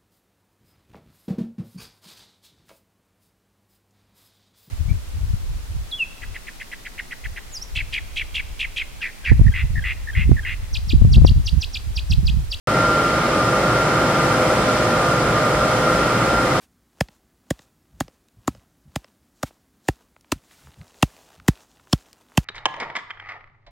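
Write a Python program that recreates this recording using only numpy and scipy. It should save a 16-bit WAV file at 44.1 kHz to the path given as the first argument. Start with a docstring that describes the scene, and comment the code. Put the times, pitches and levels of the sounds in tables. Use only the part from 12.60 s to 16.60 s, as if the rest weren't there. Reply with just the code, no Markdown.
"""Cattle barn, machinery running steadily.
Fans push a deep rush of air through ringing ducts, and hum.
A rotary pump, probably for milking, whines on multiples of its shaft rate.
Sound arrives by many reflections: each tone swells and fades, the treble is wide."""
import sys
import numpy as np
from scipy import signal
from scipy.fft import rfft, irfft
from scipy.io import wavfile
from scipy.ndimage import uniform_filter1d

SR = 44100
rng = np.random.default_rng(int(sys.argv[2]) if len(sys.argv) > 2 else 0)


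def wrap_up_sound(samples):
    """Save the sound to the file named by the first command line argument, as 16-bit audio."""
    columns = np.atleast_2d(samples).T
    # keep every value between -1 and 1, then stretch to whole-number steps
    tamed = np.clip(columns, -1, 1)
    steps = np.round(tamed * 32767).astype(np.int16)
    wavfile.write(sys.argv[1], SR, steps)


N = 176400

# Air rush, base spectrum: (frequency [Hz], mid [dB/Hz], side [dB/Hz])
RUSH_SPECTRUM = [(20, -75, -90.0), (44, -64, -82.8), (53.4, -52.5, -81.1), (93, -59, -98),
                 (112.7, -45.5, -87), (170, -49, -71), (260, -51.5, -73), (303, -49, -71), (370, -52, -69),
                 (570, -50, -68), (820, -54.5, -65.5), (1120, -56.5, -65), (1500, -57.5, -62),
                 (1700, -61.5, -68.5), (2080, -61, -66.5), (2660, -67.5, -69), (3230, -68, -71),
                 (4480, -72, -72.5), (4850, -73.9, -74), (5500, -76.5, -72), (6150, -78.5, -78.5),
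                 (8300, -81, -76.5), (10270, -81.5, -79.5), (10800, -88, -85), (12400, -87, -85.5),
                 (14000, -92.8, -92.9), (15600, -95, -98.8)]
# Duct and housing resonances: (frequency [Hz], half-width [Hz], base mid [dB], base side [dB])
DUCT_MODES = [(164, 23, -40, -60), (312.5, 28, -36.5, -58), (1184, 10, -38, -50), (1210, 17, -32, -43),
              (1278, 14, -33.5, -45), (1335, 17, -36, -46), (1379, 35, -30.5, -43), (1434, 31, -37, -46),
              (1576, 29, -41.5, -54), (3250, 150, -51, -56), (5175, 160, -47.5, -48), (5780, 150, -51, -49),
              (6800, 220, -57, -47), (8480, 110, -54.5, -55)]
# Faint whistles: (frequency [Hz], half-width [Hz], base mid [dB], base side [dB])
WHISTLE_MODES = [(4710, 10, -57, -56), (6960, 14, -57, -62), (7760, 11, -57.5, -55), (10450, 50, -63, -62),
                 (13480, 50, -72, -72)]
# Air balance: (frequency [Hz], left minus right [dB])
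AIR_LEAN = [(250, 0.06), (600, -0.5), (2200, -0.8), (4500, 0), (8000, 2.5), (15000, 1.7)]
# Air bands below ROAR_LO_HZ: (time [s], gain [dB])
BASS_TREND = [(0, 1), (1.3, -1), (2.2, 1), (4, 3.5)]
# Air bands from ROAR_LO_HZ to ROAR_HI_HZ: (time [s], gain [dB])
ROAR_TREND = [(0, -0.8), (1, 0.3), (1.85, 1), (2.5, 0), (3.2, 0.1), (4, 0.3)]
# Air bands above ROAR_HI_HZ: (time [s], gain [dB])
HISS_TREND = [(0, -0.1), (.8, -0.3), (1.7, 0.7), (2.3, 0), (3.2, -0.2), (4, 0)]
# Pump tones: (order [x shaft rate], mid [dB], side [dB])
PUMP_HARMONICS = [(10, -31, -42.5), (12, -34, -47), (16, -46.5, -54), (18, -46.5, -57), (20, -39.5, -60),
                  (24, -44, -40.5), (28, -41, -55), (29, -46.5, -53), (35, -44, -52), (37, -44, -57),
                  (40, -47.5, -53), (41, -48.5, -56), (43, -49.5, -60), (49, -57.5, -58)]
# Strongest pump whine: (time [s], level [dB])
WHINE_ENVELOPE = [(.07, -28), (.27, -21), (.55, -25), (.9, -28.5), (1.4, -25), (1.7, -34.5), (2.4, -28.5),
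                  (3.05, -33.5), (3.3, -24.5), (3.58, -34.5), (3.79, -19), (3.88, -36)]
# Fan and motor tones: (frequency [Hz], level before FAN_GAIN_DB [dB])
FAN_TONES = [(37.5, -52), (58.5, -41.5), (119, -40), (143, -41), (169.5, -41.5), (239.5, -40.5),
             (339, -38.5), (555.5, -36), (786, -40.5), (1205, -33.5)]

ROAR_LO_HZ, ROAR_HI_HZ = 100, 700
SWELL_DB, SWELL_PER_S, FLICKER_DB, FLICKER_PER_S = .23, 1.28, .5, 8.93
ECHO_SHARE, ECHO_MAX_S, ECHO_ABOVE_HZ = .36, .012, 1960
SHAFT_HZ, SPEED_DRIFT, DRIFT_PER_S = 51.14, .0004, .99
PUMP_FADE, PUMP_FADE_PER_S = .43, 2.92
WHINE_ORDER, WHINE_SIDE_DB, WHINE_FADE = 27, -23, .097
FAN_GAIN_DB, FAN_SIDE_DB, FAN_FADE, FAN_FADE_PER_S = 1.5, -30.5, .28, 3.57
START_S, LOWPASS_HZ = .0726, 15720


def air(t):
    """Turbulent rush and the resonances it rings; octave bands swell together, flicker alone."""
    hz = np.arange(N // 2 + 1) * SR / N
    points_hz, mid_db, side_db = np.array(RUSH_SPECTRUM).T
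    mid, side = (noise(colour(hz, points_hz, db)) * reflections(hz) for db in (mid_db, side_db))
    for mode_hz, width_hz, ring_mid_db, ring_side_db in DUCT_MODES + WHISTLE_MODES:
        ring = np.sqrt(2 / (np.pi * width_hz)) / (1 + ((hz - mode_hz) / width_hz) ** 2)
        mid += noise(ring * undb(ring_mid_db))
        side += noise(ring * undb(ring_side_db))
    lean = np.sqrt(colour(hz, *np.array(AIR_LEAN).T))
    spectrum = stereo(mid, side) * np.array([lean, 1 / lean])
    octave = np.log2(np.clip(hz, 64, 16384))
    bass_db, roar_db, hiss_db = (np.interp(t, *np.array(trend).T)
                                 for trend in (BASS_TREND, ROAR_TREND, HISS_TREND))
    swell_db = SWELL_DB * walk(SWELL_PER_S)
    out = 0
    for k in range(6, 15):
        band = irfft(spectrum * np.maximum(1 - abs(octave - k), 0), N)
        trend_db = bass_db if 2 ** k < ROAR_LO_HZ else roar_db if 2 ** k < ROAR_HI_HZ else hiss_db
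        out += band * undb(swell_db + trend_db + FLICKER_DB * walk(FLICKER_PER_S))
    return out


def pump(t):
    """Harmonics of one drifting shaft; one stands out as a swelling whine."""
    turns = np.cumsum(SHAFT_HZ * (1 + SPEED_DRIFT * walk(DRIFT_PER_S))) / SR
    harmonics = 0
    for order, mid_db, side_db in PUMP_HARMONICS:
        mid, side = (tone(order * turns, PUMP_FADE, PUMP_FADE_PER_S) for _ in range(2))
        harmonics += stereo(mid * undb(mid_db), side * undb(side_db))
    mid, side = (tone(WHINE_ORDER * turns, WHINE_FADE, PUMP_FADE_PER_S) for _ in range(2))
    whine_db = np.interp(t, *np.array(WHINE_ENVELOPE).T)
    return harmonics + stereo(mid, side * undb(WHINE_SIDE_DB)) * undb(whine_db)


def fans(t):
    """Blade and motor tones, wavering in the room."""
    out = 0
    for hz, db in FAN_TONES:
        mid, side = (tone(hz * t, FAN_FADE, FAN_FADE_PER_S) for _ in range(2))
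        out += undb(db + FAN_GAIN_DB) * stereo(mid, side * undb(FAN_SIDE_DB))
    return out


def reflections(hz, count=14):
    """Comb response: direct hiss plus short echoes off nearby surfaces."""
    lags, coins = rng.random((count, 2)).T
    echoes = sum(np.sign(coin - .5) * np.exp(-2j * np.pi * hz * delay_s)
                 for delay_s, coin in zip(lags * ECHO_MAX_S, coins)) / np.sqrt(count)
    share = ECHO_SHARE * np.clip(hz / ECHO_ABOVE_HZ - 1, 0, 1)
    return (1 + share * echoes) / np.sqrt(1 + share ** 2)


def tone(turns, fade, rate_per_s):
    """Sine plus reflections that slowly shift level and phase; rms near 1."""
    paths = (1 + fade * (walk(rate_per_s) + 1j * walk(rate_per_s))) / np.sqrt(1 + 2 * fade ** 2)
    return np.sqrt(2) * np.real(paths * np.exp(2j * np.pi * (turns + rng.random())))


def walk(rate_per_s):
    """Random steps, smoothed twice; spread near 1."""
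    hold = int(SR / rate_per_s)
    steps = np.repeat(rng.standard_normal(N // hold + 3), hold)
    start = rng.integers(hold)
    return 1.32 * uniform_filter1d(uniform_filter1d(steps, hold), hold)[start:start + N]


def noise(gain_per_root_hz):
    """Noise spectrum of given amplitude density."""
    return rfft(rng.standard_normal(N)) * gain_per_root_hz * np.sqrt(SR / 2)


def colour(hz, points_hz, db):
    """Gain curve, interpolated over log frequency."""
    return undb(np.interp(np.log(hz + 1), np.log(np.sort(points_hz)), db))


def stereo(mid, side):
    """Mid/side to left/right."""
    return np.array([mid + side, mid - side])


def undb(db):
    """Decibels to gain."""
    return 10 ** (np.asarray(db) / 20)


def scene():
    """Air, pump and fans, summed."""
    t = np.arange(N) / SR
    return air(t) + pump(t) + fans(t)


def record(dry):
    """Silence until START_S; steep low-pass."""
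    gate = np.arange(N) / SR >= START_S
    lowpass = signal.ellip(14, .1, 110, LOWPASS_HZ, fs=SR, output="sos")
    return signal.sosfilt(lowpass, dry * gate)


dry = scene()
out = record(dry)
wrap_up_sound(out)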